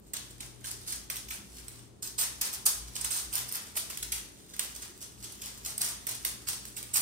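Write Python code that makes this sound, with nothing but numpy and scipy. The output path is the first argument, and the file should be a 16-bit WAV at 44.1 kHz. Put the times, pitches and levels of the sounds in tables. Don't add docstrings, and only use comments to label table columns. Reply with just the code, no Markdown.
import sys
import numpy as np
from scipy import signal
from scipy.fft import rfft, irfft, next_fast_len
from scipy.io import wavfile

SR = 44100
rng = np.random.default_rng(int(sys.argv[2]) if len(sys.argv) > 2 else 0)


def to_wav(s):
    ch = np.atleast_2d(s).T
    pcm = np.round(np.clip(ch, -1, 1) * 32767)
    wavfile.write(sys.argv[1], SR, pcm.astype(np.int16))


N = 309141
TIME = np.arange(N) / SR


def from_db(db):
    return 10 ** (np.asarray(db) / 20)


def rms_one(x):
    return x / np.sqrt(np.mean(x ** 2) + 1e-20)


def at_hz(points, hz):
    known_hz, values = np.transpose(points)
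    return np.interp(np.log(np.maximum(hz, 1)), np.log(known_hz), values)


def colour(x, points, size=16384):
    curve_db = at_hz(points, np.fft.rfftfreq(size, 1 / SR))
    cepstrum = irfft(np.log(from_db(curve_db)))
    cepstrum[1:size // 2] *= 2
    cepstrum[size // 2 + 1:] = 0
    response = irfft(np.exp(rfft(cepstrum)))[:size // 2]
    padded = next_fast_len(N + size, real=True)
    return irfft(rfft(x, padded) * rfft(response, padded), padded)[..., :N]


def split(x, hz, order):
    filters = [signal.butter(order, hz, side, fs=SR, output="sos") for side in ("low", "high")]
    return [signal.sosfilt(sections, x) for sections in filters]


def port_lag(x):
    return np.roll(x, 16)


def crackle(per_s, spread_db):
    born = rng.random(N) < per_s / SR
    chance = rng.standard_normal(N)[born]
    clicks = np.zeros(N)
    clicks[born] = np.sign(chance) * from_db(spread_db * np.minimum(abs(chance), 2.7))
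    return rms_one(clicks)


def snap_shape(age, length, attack_s=0.0023):
    return (1 - np.exp(-age / attack_s)) * np.exp(-(age / length) ** 3)


def flutter_shape(age, length):
    return np.sin(np.pi * np.minimum(age / length, 1))


def strokes(rows, shape):
    power = np.zeros((len(rows[0]) - 2, N))
    for start, level_db, length, *parts_db in rows:
        span = slice(int(start * SR), int((start + np.pi * length) * SR))
        envelope = shape(np.maximum(TIME[span] - start, 0), length)
        gains = from_db(level_db + np.array([0, *parts_db]))
        power[:, span] += np.outer(gains, envelope) ** 2
    return np.sqrt(power)


def flapping(per_s, depth_db):
    beats = rng.standard_normal(N)
    return rms_one(from_db(depth_db * np.interp(TIME * per_s, np.arange(N), beats)))


# (frequency [Hz], relative density [dB per Hz])
AIR_SPECTRUM = [(20, -33), (35, -10), (55, -3.5), (72, -3), (140, -3.5), (400, -3.5), (520, -12.5),
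                (2000, -28.5), (4000, -32), (9000, -33), (15000, -37)]
# (frequency [Hz], correlation [-1 to 1])
AIR_CORRELATION = [(40, 0.69), (100, 0.54), (250, 0.73), (500, 0)]
# (frequency [Hz], width [Hz], level [dB], left over right [dB])
HUM_TONES = [(56.6, 4.6, -62.5, -2), (84.7, 5, -69.5, -6), (120.2, 2.2, -64, 9), (204.2, 2.5, -69, -8)]


def ventilation(air_db=-58.0):
    size = 2 * next_fast_len(N // 2 + 1)
    alike = at_hz(AIR_CORRELATION, np.fft.rfftfreq(size, 1 / SR))
    white = rfft(rng.standard_normal((2, size)))
    mid, side = irfft(white * np.sqrt([1 + alike, 1 - alike]))[:, :N]
    out = from_db(air_db) * rms_one(colour(np.array([mid + side, mid - side]), AIR_SPECTRUM))
    for hz, width, level_db, pan_db in HUM_TONES:
        knots = rng.standard_normal((2, SR // 100))
        waver = np.interp(TIME * 2 * width, np.arange(knots.shape[1]), knots[0] + 1j * knots[1])
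        waver = waver / (abs(waver) + 1e-9) ** (1 / (1 + width ** 2))
        tone = rms_one(np.real(waver * np.exp(2j * np.pi * hz * TIME)))
        out = out + tone * from_db([[level_db + pan_db / 2], [level_db - pan_db / 2]])
    return out


# (time [s], level [dB], length [s])
RUMBLE_SWELLS = [(1.2, -56, 0.16), (2.73, -49.5, 0.24), (2.97, -52, 0.15), (3.173, -52.5, 0.2),
                 (4.0, -50.5, 0.27), (6.16, -57, 0.27)]


def rumble(boom_hz=56.8, wander_hz=3.7, wanders_per_s=40):
    gain = strokes(RUMBLE_SWELLS, flutter_shape)[0]
    wander = np.interp(TIME * wanders_per_s, np.arange(N), rng.standard_normal(N))
    hz = boom_hz + wander_hz * wander
    return gain * rms_one(np.sin(2 * np.pi * np.cumsum(hz) / SR))


# (frequency [Hz], time [s])
REVERBERATION_TIME = [(400, 0.7), (1400, 0.56), (3500, 0.52), (8000, 0.41), (15000, 0.3)]


def room_response(wet_db=0.7, bass_wet_db=3.5, top_wet_db=-1.0, first_s=0.0015,
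                  wall_s=0.056, wall_spread_s=0.0046, wall_share=0.24):
    age = TIME[:2 ** 15]
    hz = np.fft.rfftfreq(len(age), 1 / SR)
    white = rfft(rng.standard_normal((2, len(age))))
    echoes = np.sqrt(1 + wall_share * np.exp(-((age - wall_s) / wall_spread_s) ** 2))
    onset = (1 - np.exp(-(age / first_s) ** 2)) * echoes
    tilt = [(1500, bass_wet_db), (8000, 0.0043), (14000, top_wet_db)]
    edges = np.geomspace(200, SR / 2, 9)
    response = 0
    for low, high in zip(edges, edges[1:]):
        centre = np.sqrt(low * high)
        decay = onset * np.exp(-np.log(1000) * age / at_hz(REVERBERATION_TIME, centre))
        gain = from_db(wet_db + at_hz(tilt, centre))
        band = irfft(white * ((hz >= low) & (hz < high)))
        response = response + gain * decay / np.linalg.norm(decay) * band
    return response


def direct_response(scatter_db=-0.5, scatter_s=0.00066, shadow_db=4.0):
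    age = TIME[:SR // 100]
    response = rng.standard_normal((2, len(age))) * np.exp(-age / scatter_s)
    response *= from_db(scatter_db) / np.linalg.norm(response, axis=1, keepdims=True)
    response[:, 0] = 1
    response[0] = port_lag(response[0])
    shadow = from_db([[-shadow_db / 2], [shadow_db / 2]])
    return response * shadow / np.hypot(1, from_db(scatter_db))


def moving(x, make_response, count=3):
    responses = [make_response() for _ in range(count)]
    block = SR // 3
    out = np.zeros((2, N + 2 * SR))
    for k, start in enumerate(range(0, N, block)):
        heard = signal.fftconvolve(x[None, start:start + block], responses[k % count], axes=1)
        out[:, start:start + heard.shape[1]] += heard
    return out[:, :N]


# (time [s], relative level [dB], low cut [Hz])
WAND_TICKS = [(0.134, -23.5, 1200), (1.099, -20, 900), (1.157, -24, 4000), (1.681, -27, 2500),
              (2.412, -18, 2000), (3.043, -22, 1500), (3.523, -21.5, 7000), (3.972, -20.5, 4500),
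              (4.026, -21.5, 2000), (4.564, -30, 3500), (4.592, -18, 1000), (4.976, -35, 4000),
              (5.778, -17.5, 7500), (5.815, -13.5, 7000), (6.067, -22, 3000), (6.248, -16, 2000),
              (6.485, -18, 4000), (6.652, -24.5, 5000), (6.827, -25, 4000)]
# (frequency [Hz], relative density [dB per Hz])
TICK_SPECTRUM = [(500, -4.5), (2000, 2.5), (6000, -1), (9000, 3.5), (14500, 5.5), (16000, 5)]


def wand(tick_db=0.5, full_length_s=0.0077, length_follows=0.34, count=3):
    clicks = np.array([crackle(per_s=15000, spread_db=3.5) for _ in range(count)])
    rattle = rms_one(colour(clicks, TICK_SPECTRUM))
    out = np.zeros((count, N))
    for start, level_db, low_cut_hz in WAND_TICKS:
        length = full_length_s * from_db(length_follows * level_db)
        span = slice(int(start * SR), int((start + np.pi * length) * SR))
        envelope = snap_shape(TIME[span] - TIME[span][0], length)
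        tick = from_db(tick_db + level_db) * envelope * rattle[:, span]
        out[:, span] += signal.lfilter(*signal.butter(1, low_cut_hz, "high", fs=SR), tick)
    return out


# (time [s], frequency [Hz], relative level [dB])
TAUT_POPS = [(0.165, 3880, -36.5), (1.307, 2050, -37), (4.125, 2800, -36), (5.659, 1220, -43.5),
             (6.954, 1450, -35.5)]


def wing_pops(length_s=0.0064, quality=1.7, count=3):
    out = np.zeros((count, N))
    drive = np.array([crackle(per_s=SR / 10, spread_db=3) for _ in range(count)])
    for start, hz, level_db in TAUT_POPS:
        span = slice(int(start * SR), int((start + np.pi * length_s) * SR))
        ringing = signal.lfilter(*signal.iirpeak(hz, quality, fs=SR), drive[:, span])
        envelope = snap_shape(TIME[span] - TIME[span][0], length_s)
        out[:, span] += from_db(level_db) * envelope * rms_one(ringing)
    return out


# (time [s], relative snap level [dB], snap length [s],
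# flutter level [dB], flutter length [s], relative body level [dB], relative tinsel sheen level [dB])
LURE_JERKS = [(0.136, -31, 0.0064, -51, 0.043, 6, -1), (0.404, -38.5, 0.0088, -53.5, 0.075, 5, 0.5),
              (0.64, -40.5, 0.015, -41, 0.067, 1.5, -2), (0.874, -33.5, 0.013, -41, 0.078, -1.5, -3),
              (1.099, -30, 0.0073, -51.5, 0.1, 5, -1), (1.303, -35.5, 0.014, -48.5, 0.075, -0.5, 2),
              (2.024, -31.5, 0.0095, -43.5, 0.072, -2, 0), (2.181, -29.5, 0.013, -33, 0.068, 1.5, 2.5),
              (2.412, -23.5, 0.0069, -40.5, 0.082, 2.5, 0.5), (2.526, -36.5, 0.0085, -39, 0.034, 1.5, 1.5),
              (2.657, -21.5, 0.015, -39, 0.047, -2, 5), (2.953, -34.5, 0.0087, -50.5, 0.11, 4.5, 1),
              (3.104, -31.5, 0.022, -36.5, 0.11, -0.5, 1.5), (3.325, -36, 0.018, -37.5, 0.078, 3.5, 3.5),
              (3.512, -38, 0.0047, -45, 0.081, 8, 3.5), (3.764, -30.5, 0.018, -41, 0.017, 1, 5.5),
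              (3.898, -37, 0.012, -48.5, 0.047, 4, 2), (4.119, -29, 0.01, -45, 0.08, 2, 2.5),
              (4.535, -43.5, 0.012, -68, 0.042, 7, 0), (4.594, -28, 0.0054, -47, 0.071, 2, 2),
              (4.817, -40.5, 0.01, -41.5, 0.023, 3, -3), (5.004, -48, 0.0097, -45, 0.05, 0, -2),
              (5.224, -40, 0.0064, -42, 0.04, 0.5, -3), (5.415, -38.5, 0.012, -45.5, 0.099, 2.5, -1),
              (5.657, -30, 0.0089, -47.5, 0.082, 1.5, 0.5), (5.807, -31.5, 0.019, -42, 0.13, 3, 0.5),
              (6.07, -31.5, 0.0072, -43, 0.07, 2, 0), (6.253, -32, 0.0095, -40.5, 0.048, 0, 1.5),
              (6.469, -35, 0.015, -37, 0.046, 0, -3.5), (6.765, -37, 0.0088, -47.5, 0.036, 4.5, 5),
              (6.936, -33, 0.016, -36.5, 0.065, 1.5, 9)]
# (time [s], relative level [dB])
WING_FLICKS = [(0.164, -36), (0.708, -33), (0.921, -31), (0.954, -41), (1.164, -34), (1.283, -38),
               (2.961, -31.5), (3.009, -31), (3.044, -26.5), (3.486, -38.5), (3.754, -36), (4.026, -32),
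               (4.759, -39.5), (5.318, -41.5), (5.646, -37), (5.843, -29), (6.087, -29), (6.146, -36.5),
               (6.483, -30.5), (6.528, -33.5), (6.956, -23.5)]
FLICK_S, FLICK_BODY_DB = 0.0088, -0.5


def snapping():
    snaps = [(start, snap_db, length, body_db, sheen_db)
             for start, snap_db, length, _, _, body_db, sheen_db in LURE_JERKS]
    flicks = [(start, level_db, FLICK_S, FLICK_BODY_DB, 0) for start, level_db in WING_FLICKS]
    return strokes(snaps + flicks, snap_shape)


# (time [s], level [dB])
TRAILING_RUSTLE = [(0, -75), (0.3, -60.5), (0.56, -69.5), (0.84, -55), (1.05, -68), (1.5, -62.5),
                   (1.58, -55.5), (1.8, -61.5), (1.92, -80), (2.3, -59.5), (3.6, -55), (4.42, -62),
                   (4.8, -54), (4.95, -64.5), (5.15, -61.5), (5.3, -58), (7, -59)]
TRAILING_BODY_DB, FLIGHT_SHEEN_DB = 4, 0.5


def swinging():
    flutters = [(start, flutter_db, length, body_db, sheen_db + FLIGHT_SHEEN_DB)
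                for start, _, _, flutter_db, length, body_db, sheen_db in LURE_JERKS]
    trailing_db = np.interp(TIME, *np.transpose(TRAILING_RUSTLE))
    trailing = from_db(trailing_db) * flapping(per_s=76, depth_db=4.0)
    parts = from_db([[0], [TRAILING_BODY_DB], [FLIGHT_SHEEN_DB]])
    return np.hypot(strokes(flutters, flutter_shape), trailing * parts)


def crinkle(per_s=170, quality=5.9, count=22):
    out = 0
    for hz in np.geomspace(400, 10000, count):
        clicks = crackle(per_s, spread_db=6.0) + 1e-18
        out = out + signal.lfilter(*signal.iirpeak(hz, quality, fs=SR), clicks)
    return out


# (frequency [Hz], relative density [dB per Hz])
TINSEL_SPECTRUM = [(1000, -49), (2500, -19), (4000, -4.5), (5500, 0), (9800, 1), (11300, 0), (14500, 2),
                   (16000, -9)]
SHEEN_HZ = 9400


def tinsel(gain, sheen_gain, per_s, spread_db, count=3):
    clicks = np.array([crackle(per_s, spread_db) for _ in range(count)])
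    foil = rms_one(colour(clicks, TINSEL_SPECTRUM))
    rustle, sheen = split(foil, SHEEN_HZ, order=3)
    return gain * rustle + sheen_gain * sheen


# (frequency [Hz], relative gain [dB])
BODY_SPECTRUM = [(150, -15), (400, -8), (1050, -1), (3000, -1), (5000, -1.5), (10000, -17)]


def lure(snap_db=-1.0, body_db=-11.0, slide_db=-11.5, slide_s=0.0035, count=3):
    snaps = from_db(snap_db) * snapping()
    slides = from_db(slide_db) * np.roll(snaps, -int(slide_s * SR), axis=1)
    snap, snap_body, snap_sheen = np.hypot(snaps, slides)
    flutter, flutter_body, flutter_sheen = swinging() * flapping(per_s=300, depth_db=3.0)
    body = rms_one(colour(np.array([crinkle() for _ in range(count)]), BODY_SPECTRUM))
    snap_foil = tinsel(snap, snap_sheen, per_s=12000, spread_db=9.5)
    flutter_foil = tinsel(flutter, flutter_sheen, per_s=4500, spread_db=9.0)
    return snap_foil + flutter_foil + from_db(body_db) * np.hypot(snap_body, flutter_body) * body


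def scene(wand_wet_db=-1.5):
    toy, ticks = lure() + wing_pops(), wand()
    rays = toy + from_db(wand_wet_db) * ticks
    ring = sum(moving(ray, room_response) for ray in rays) / np.sqrt(len(toy))
    direct = moving(toy[0] + ticks[0], direct_response, count=21)
    return direct + ring + ventilation() + rumble()


# (frequency [Hz], gain [dB])
LEFT_PORT_COLOUR = [(1200, 2.5), (2500, 2), (3300, 4.5), (7000, 4.5), (10500, 1)]
RIGHT_PORT_COLOUR = [(1200, 0), (3300, 2), (5000, 0.5), (7500, 2.5), (8200, 6), (9050, 9.5), (9900, -0.5)]
# (frequency [Hz], quality of one pass)
SHARED_NOTCH = (12880, 18)
SHARED_ABOVE_HZ, CUTOFF_HZ = 11540, 15750


def record(dry):
    ported = np.array([colour(dry[0], LEFT_PORT_COLOUR), colour(dry[1], RIGHT_PORT_COLOUR)])
    low, top = split(ported, SHARED_ABOVE_HZ, order=7)
    shared_top = np.array([port_lag(top[1]), top[1]])
    notch = signal.tf2sos(*signal.iirnotch(*SHARED_NOTCH, fs=SR))
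    joined = signal.sosfilt(np.vstack([notch, notch]), low + shared_top)
    return signal.sosfilt(signal.ellip(12, .2, 80, CUTOFF_HZ, fs=SR, output="sos"), joined)


dry = scene()
out = record(dry)
to_wav(out)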